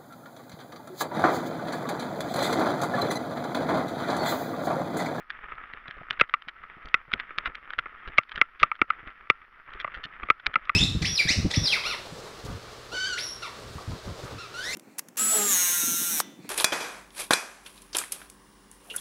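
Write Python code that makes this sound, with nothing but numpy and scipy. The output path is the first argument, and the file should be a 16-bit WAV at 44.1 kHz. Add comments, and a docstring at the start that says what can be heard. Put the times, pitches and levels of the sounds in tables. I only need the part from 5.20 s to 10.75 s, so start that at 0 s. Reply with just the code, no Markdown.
"""Dry grass, heard from inside a closed plastic case worn by someone hurrying through it.
Loose gear knocks on the case; its mount sticks and slips, creaking and ticking with each stride.
Boots thud, stalks swish and snap, cloth rubs, over a faint hiss.
The case honks at 1.3 and 2.1 kHz and keeps the treble out; a limiter holds the hardest knocks."""
import sys
import numpy as np
from scipy import signal
from scipy.fft import rfft, irfft
from scipy.io import wavfile
from scipy.ndimage import uniform_filter1d, minimum_filter1d

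SR = 44100
rng = np.random.default_rng(int(sys.argv[2]) if len(sys.argv) > 2 else 0)


def dump(signal):
    """Clip the signal to [-1, 1] and save it as 16-bit WAV at the path in sys.argv[1]."""
    limited = np.clip(np.atleast_2d(signal).T, -1, 1)
    pcm = np.round(limited * 32767).astype(np.int16)
    wavfile.write(sys.argv[1], SR, pcm)


N = 244755

# gear blows on the case: t/s, level/dB, jolt level/dB re blow, jolt f/Hz
KNOCKS = [ (0.3196, -26.5, -16, 450), (0.813, -43, 2, 714), (1.0114, 2.5, -17, 477),
          (1.1388, -5.5, -31.5, 600), (1.7423, 0.5, -27.5, 453), (2.1065, -28.5, -14.5, 428),
          (2.6581, -26.5, -14.5, 427), (2.9829, 3.5, -19, 630), (3.2143, 0, -24.5, 431),
          (3.4303, 3.5, -20, 670), (3.5154, -14.5, -32, 493), (3.616, -4, -14, 338), (3.703, -10, -38, 505),
          (4.1, 1, -19, 435), (4.6452, -17.5, -11.5, 640), (4.677, -26, -16, 577), (5.032, -23, -14.5, 340),
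          (5.087, -22, -15, 500), (5.1015, -1.5, -19, 436), (5.357, -6, -26, 490), (5.4946, -9, -40, 503)]
# harder blows are brighter: level/dB, tilt/(dB/oct)
KNOCK_TILT = [(-32, -7), (-15.5, -8.5), (0.5, 1.43), (9.5, 6)]
# shell modes: f/Hz, level/dB re blow, T60/s
SHELL_MODES = [(1365, -28, .1), (2020, -30, .04), (3500, -45, .025), (620, -50, .06), (5080, -78, .16)]
# slip runs of the mount: t/s, first slip level/dB, tilt/(dB/oct), run length/ms
CREAKS = [ (0.1033, -20.5, 5.5, 5.8), (0.536, -27, 3, 4.6), (0.681, -25.5, 5.5, 1), (0.71, -25.5, 6, 3.5),
          (0.908, -10, 7.5, 1), (0.929, -33.5, 9, 7), (0.9981, -12, 3, 8.4), (1.0953, -27, 1, 1),
          (1.2218, -30.5, 4.5, 1.1), (1.285, -21, 5.5, 9), (1.6572, -34.5, 16, 1), (1.6867, -35.5, 16, 1),
          (1.9177, -25.5, 2, 1.3), (1.9366, -9, 8, 1), (1.9989, -17.5, 2, 9.3), (2.185, -9, 8.5, 3.8),
          (2.2577, -15, 2.5, 19.5), (2.3531, -23.5, 10, 1), (2.505, -23, 1.5, 1), (2.535, -23.5, 1.5, 1),
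          (2.5883, -12, 4, 8.7), (2.8763, -27, 4.5, 12.6), (2.978, -18, 3.5, 1), (3.034, -34.5, 6.5, 1),
          (3.094, -31.5, 7.5, 1), (3.1178, -24, 3, 10), (3.1585, -23, 9.5, 5.4), (3.1774, -20.5, 0.5, 7),
          (3.3995, -26, 11, 19), (3.875, -27.5, 0, 1), (4.536, -34.5, 11, 1), (4.6008, -24, 9, 17),
          (4.744, -28, 4, 21), (4.839, -23, 10, 22), (5.0348, -27.5, -0.5, 1), (5.198, -36.5, 3, 1),
          (5.2662, -5.5, 9, 1), (5.3406, -19.5, 2, 3), (5.454, -38, 11, 3)]
# strides: landing t/s, thud level/dB, swish level/dB, time in grass before/s, after/s
STRIDES = [ (0.329, -46, -45.5, .21, 0.13), (0.766, -41.5, -47, 0.28, 0.072),
           (0.987, -45, -45.5, .11, 0.053), (1.4, -51.5, -49, 0.033, 0.23), (1.647, -38, -47.5, 0.16, 0.16),
           (1.949, -40, -44, 0.018, 0.13), (2.273, -36.5, -44.5, 0.15, 0.02), (2.576, -42, -49, 0.32, 0.24),
           (2.872, -34, -45.5, 0.071, .11), (3.149, -43.5, -46.5, 0.072, 0.093),
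           (3.418, -33, -43, 0.0064, 0.03), (3.61, -40.5, -47, 0.0086, 0.014),
           (3.865, -46, -47, 0.18, 0.034), (4.092, -52, -53, 0.097, 0.021), (4.547, -40, -44, 0.071, 0.086),
           (4.767, -37, -49, .09, 0.065), (5.027, -35.5, -45.5, 0.36, 0.039),
           (5.267, -33.5, -46, 0.031, 0.11), (5.491, -45.5, -49, 0.069, .1)]
# kit bumping on the body: t/s, level/dB
BUMPS = [(0.537, -44), (0.684, -40.5), (0.81, -41.5), (0.905, -40), (1.272, -46.5), (1.568, -44.5),
         (1.881, -46), (1.935, -29.5), (2.18, -39), (3.176, -36), (3.83, -45.5), (3.871, -41.5),
         (4.852, -38), (5.362, -35.5)]
# spectra inside the case: f/Hz, level/dB
KNOCK_SPECTRUM = [(300, -50.5), (780, -24), (1060, -12), (1200, 2.5), (1330, 4), (1680, -18.5), (2050, 1),
                  (2300, -2), (2700, -7), (3080, -20), (3450, -18), (4300, -32), (6300, -40), (7500, -86),
                  (14000, -89.5)]
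CREAK_SPECTRUM = [(150, -14.5), (750, 3), (1000, 8), (1400, 20.5), (1850, 16), (2300, 11), (2700, 3.5),
                  (3250, 4.5), (3950, -4.5), (4600, -15), (6300, -31.5), (7500, -50.5), (10000, -36),
                  (15000, -59.5)]
GRASS_SPECTRUM = [(30, 4), (80, -13.5), (300, -13.5), (600, -14.5), (920, -11.5), (1270, 1.5), (1500, -2),
                  (1900, 0), (2600, -11), (3600, -22.5), (4400, -55), (5400, -47.5), (7000, -72.5),
                  (14000, -83.5)]
THUMP_SPECTRUM = [(30, -10.5), (120, 2.5), (280, -1.5), (800, -8.5), (1600, -47.5), (5000, -100)]
SOIL_SPECTRUM = [(40, -6), (120, -2), (300, 0), (700, -2), (950, -11), (1500, -20), (4000, -70)]
HISS_SPECTRUM = [(30, 3.5), (100, -20.5), (800, -23.5), (1290, -2.5), (1600, -9.5), (2050, -11.5),
                 (3500, -25), (4400, -27), (5400, -29.5), (7200, -47), (10000, -31), (15000, -22)]

EVENT_SAMPLES = 8192
FREQS_HZ = np.arange(EVENT_SAMPLES // 2 + 1) * SR / EVENT_SAMPLES + 1
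AGE_S = np.arange(EVENT_SAMPLES) / SR
TAPER = np.cos(np.pi / 2 * AGE_S / AGE_S[-1]) ** 2


def knocks(rebound_db=-17, rebound_s=0.0057, thump_db=-7, thump_delay_s=0.00535,
           rattle_jolt_db=-22, rattle_jolt_hz=480):
    """Gear hits the case: hollow clack, ring, jolt, thump, rebound. One faint rattle per landing."""
    out = np.zeros(N)
    thump = response(THUMP_SPECTRUM)
    rattles = [(t_s, db, rattle_jolt_db, rattle_jolt_hz)
               for t_s, db in around_landings(level_db=-36.5, spread_s=0.028, scatter_db=3.5, count=1)]
    for t_s, db, jolt_db, jolt_hz in KNOCKS + rattles:
        tilt_db_oct = np.interp(db, *np.transpose(KNOCK_TILT))
        cavity = air_build_up(response(KNOCK_SPECTRUM, tilt_db_oct))
        clack = through(chatter(tail_norm=0.92, decay_s=0.0017), cavity)
        add(out, t_s, undb(db) * (clack + shell_ring() + undb(jolt_db) * jolt(jolt_hz)))
        add(out, t_s + thump_delay_s, undb(db + jolt_db + thump_db) * thump)
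        flight_s = rebound_s * np.exp(0.14 * rng.standard_normal())
        add(out, t_s + flight_s, undb(db + rebound_db) * cavity)
    return out


def air_build_up(impulse, f_hz=1270, width_hz=600):
    """All-pass: the air in the case takes about 1 ms to start resonating."""
    radius = np.exp(-np.pi * width_hz / SR)
    denominator = [1, -2 * radius * np.cos(2 * np.pi * f_hz / SR), radius * radius]
    return signal.lfilter(denominator[::-1], denominator, impulse)


def shell_ring(scatter_db=2.5, onset_s=0.001):
    """Decaying shell modes; random levels stand for where the blow lands."""
    ring = 0
    for f_hz, db, t60_s in SHELL_MODES:
        envelope = undb(db + scatter_db * rng.standard_normal() - 60 * AGE_S / t60_s)
        ring += envelope * np.sin(2 * np.pi * f_hz * AGE_S)
    return ring * TAPER * np.tanh(AGE_S / onset_s) ** 4


def jolt(f_hz, rise_s=0.002803):
    """A blow shoves the whole case: about one low cycle."""
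    return swell(rise_s) ** 4 * np.cos(2 * np.pi * f_hz * (AGE_S - rise_s))


def creaks(give_db=-16, give_s=0.0047, gap_ms=3.9, follow_db=-3, fade_db=-5, scatter_db=2,
           tick_tilt_db_oct=2):
    """Mount stick-slip: slight give, sharp tick, uneven weaker ticks. Two small ticks per landing."""
    out = np.zeros(N)
    ticks = [(t_s, db, tick_tilt_db_oct, 0)
             for t_s, db in around_landings(level_db=-41.5, spread_s=0.035, scatter_db=6, count=2)]
    for t_s, db, tilt_db_oct, run_ms in CREAKS + ticks:
        slip = through(chatter(tail_norm=0.92, decay_s=0.0012), response(CREAK_SPECTRUM, tilt_db_oct))
        tick = resonate(slip, f_hz=3110, q=8, gain=0.54)  # mount resonance
        add(out, t_s - give_s, undb(db + give_db) * tick)
        add(out, t_s, undb(db) * tick)
        gap_draws, level_draws = rng.standard_normal((12, 2)).T
        delays_ms = np.cumsum(gap_ms * np.exp(0.18 * gap_draws))
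        for delay_ms, offset_db in zip(delays_ms, scatter_db * level_draws):
            if delay_ms < run_ms:
                slip_db = db + follow_db + fade_db * delay_ms / run_ms + offset_db
                add(out, t_s + delay_ms / 1000, undb(slip_db) * tick)
    return out


def steps(boot_hz=35, boot_scuff_db=-11, settle_s=0.022, settle_db=-9.5, settle_hz=105,
          bump_hz=150, kit_scuff_db=-10, rise_cycles=0.22):
    """Each boot: a slow pressure push and a dull scuff. Kit settles and bumps with quicker ones."""
    out = np.zeros(N)
    soil = response(SOIL_SPECTRUM)
    boots = [(t_s, db, boot_hz, boot_scuff_db) for t_s, db, *_ in STRIDES]
    settling = [(t_s + settle_s, db + settle_db, settle_hz, kit_scuff_db) for t_s, db, *_ in STRIDES]
    bumps = [(t_s, db, bump_hz, kit_scuff_db) for t_s, db in BUMPS]
    for t_s, db, f_hz, scuff_db in boots + settling + bumps:
        thud = np.sin(2 * np.pi * f_hz * AGE_S) * swell(rise_cycles / f_hz)
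        scuff = unit(through(rng.standard_normal(EVENT_SAMPLES), soil)) * swell(rise_s=0.0061)
        add(out, t_s, undb(db) * (thud + undb(scuff_db) * scuff))
    return out


def grass(trim_db=-0.5, stalks_per_s=800, spread_db=3.5, rub_db=-5, flicker_db=3):
    """Stalks flick past, a few much harder than the rest, over smooth cloth rub."""
    rustle = 0
    for tilt_db_oct in (-3, 3):  # soft blades, dry stems
        flicks = (rng.random(N) < stalks_per_s / SR) * rng.choice([-1, 1], N)
        strength = undb(spread_db * np.minimum(rng.exponential(size=N), 5))
        rub = undb(rub_db) * rng.standard_normal(N)
        force = (unit(flicks * strength) + rub) * undb(flicker_db * wander(rate_hz=38))
        rustle += unit(through(force, response(GRASS_SPECTRUM, tilt_db_oct)))
    rustle = resonate(rustle, f_hz=1310, q=12, gain=0.6)  # hollow note of the case
    return unit(rustle) * undb(trim_db) * swish_gain()


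def swish_gain(floor_db=-55.5, attack_s=0.015, release_s=0.038):
    """Rustle envelope: rises as a leg enters the grass, holds through the landing, dies away."""
    t_s = np.arange(N) / SR
    gain = np.full(N, undb(floor_db))
    for landing_s, _, db, before_s, after_s in STRIDES:
        early_s = np.maximum(landing_s - before_s - t_s, 0)
        late_s = np.maximum(t_s - landing_s - after_s, 0)
        gain = np.maximum(gain, undb(db) * np.exp(-early_s / attack_s - late_s / release_s))
    return gain


def snaps(stems_per_s=17, over_swish_db=6.5, spread_db=4):
    """Dry stems break at random, louder while a leg is in the grass."""
    breaks = rng.random(N) < stems_per_s / SR
    strength = undb(over_swish_db + spread_db * np.minimum(rng.exponential(size=N), 3))
    crack = through(chatter(tail_norm=0.62, decay_s=0.0022), response(GRASS_SPECTRUM, tilt_db_oct=-2))
    return through(breaks * strength * swish_gain(), crack)


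def hiss(rms_db=-64):
    """Steady hiss, coloured by the air in the case."""
    return undb(rms_db) * unit(through(rng.standard_normal(N), response(HISS_SPECTRUM)))


def around_landings(level_db, spread_s, scatter_db, count):
    """Events strewn around each landing: t/s, level/dB."""
    return [(landing_s + spread_s * time_draw, level_db + scatter_db * level_draw)
            for landing_s, *_ in STRIDES for time_draw, level_draw in rng.standard_normal((count, 2))]


def chatter(tail_norm, decay_s):
    """One unit contact, then a dying scatter of tiny ones."""
    decay = np.exp(-AGE_S / decay_s)
    contacts = rng.standard_normal(EVENT_SAMPLES) * decay * (1 - decay)
    contacts *= tail_norm / np.linalg.norm(contacts)
    contacts[0] = 1
    return contacts


def response(spectrum, tilt_db_oct=0):
    """Minimum-phase impulse response, peak 1, tilted over 1-6 kHz."""
    f_hz, db = np.transpose(spectrum)
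    octaves = np.log2(np.clip(FREQS_HZ, 1000, 6000) / 2000)
    db = np.interp(np.log(FREQS_HZ), np.log(f_hz), db) + tilt_db_oct * octaves
    cepstrum = irfft(np.log(undb(db)))
    cepstrum[1:EVENT_SAMPLES // 2] *= 2
    cepstrum[EVENT_SAMPLES // 2 + 1:] = 0
    impulse = irfft(np.exp(rfft(cepstrum))) * TAPER
    return impulse / np.abs(impulse).max()


def resonate(x, f_hz, q, gain):
    """Add one resonant band."""
    return x + gain * signal.lfilter(*signal.iirpeak(f_hz, q, fs=SR), x)


def swell(rise_s):
    """Envelope: 1 at rise_s, then decay."""
    return AGE_S / rise_s * np.exp(1 - AGE_S / rise_s)


def wander(rate_hz):
    """Smooth random drift, rms 1."""
    span = int(SR / rate_hz)
    stairs = np.repeat(rng.standard_normal(N // span + 1), span)
    return unit(uniform_filter1d(stairs, span)[:N])


def through(x, impulse):
    """Convolve, keeping the length."""
    return signal.fftconvolve(x, impulse)[:len(x)]


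def add(out, t_s, sound):
    """Mix in at t_s."""
    start = max(int(t_s * SR), 0)
    out[start:start + len(sound)] += sound[:max(N - start, 0)]


def undb(db):
    """dB to gain."""
    return 10 ** (np.asarray(db) / 20)


def unit(x):
    """Scale to rms 1."""
    return x / np.sqrt(np.mean(x ** 2))


def scene():
    """All sources, mono."""
    return (knocks() + creaks() + steps() + grass() + snaps() + hiss())[None]


def record(dry):
    """Fast limiter, hard clipper, treble roll-off, steep top cut."""
    ceiling_db, clip_db, hold_samples = -3.5, -4.1, 16
    rolloff_hz, top_hz = 6200, 15400
    gain = np.minimum(1, undb(ceiling_db) / (np.abs(dry) + 1e-9))
    gain = minimum_filter1d(gain, 2 * hold_samples)
    gain = uniform_filter1d(uniform_filter1d(gain, hold_samples), hold_samples)
    limited = np.clip(dry * gain, -undb(clip_db), undb(clip_db))
    rounded = signal.sosfilt(signal.butter(2, rolloff_hz, fs=SR, output="sos"), limited)
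    return signal.sosfilt(signal.ellip(8, .2, 70, top_hz, fs=SR, output="sos"), rounded)


dry = scene()
out = record(dry)
dump(out)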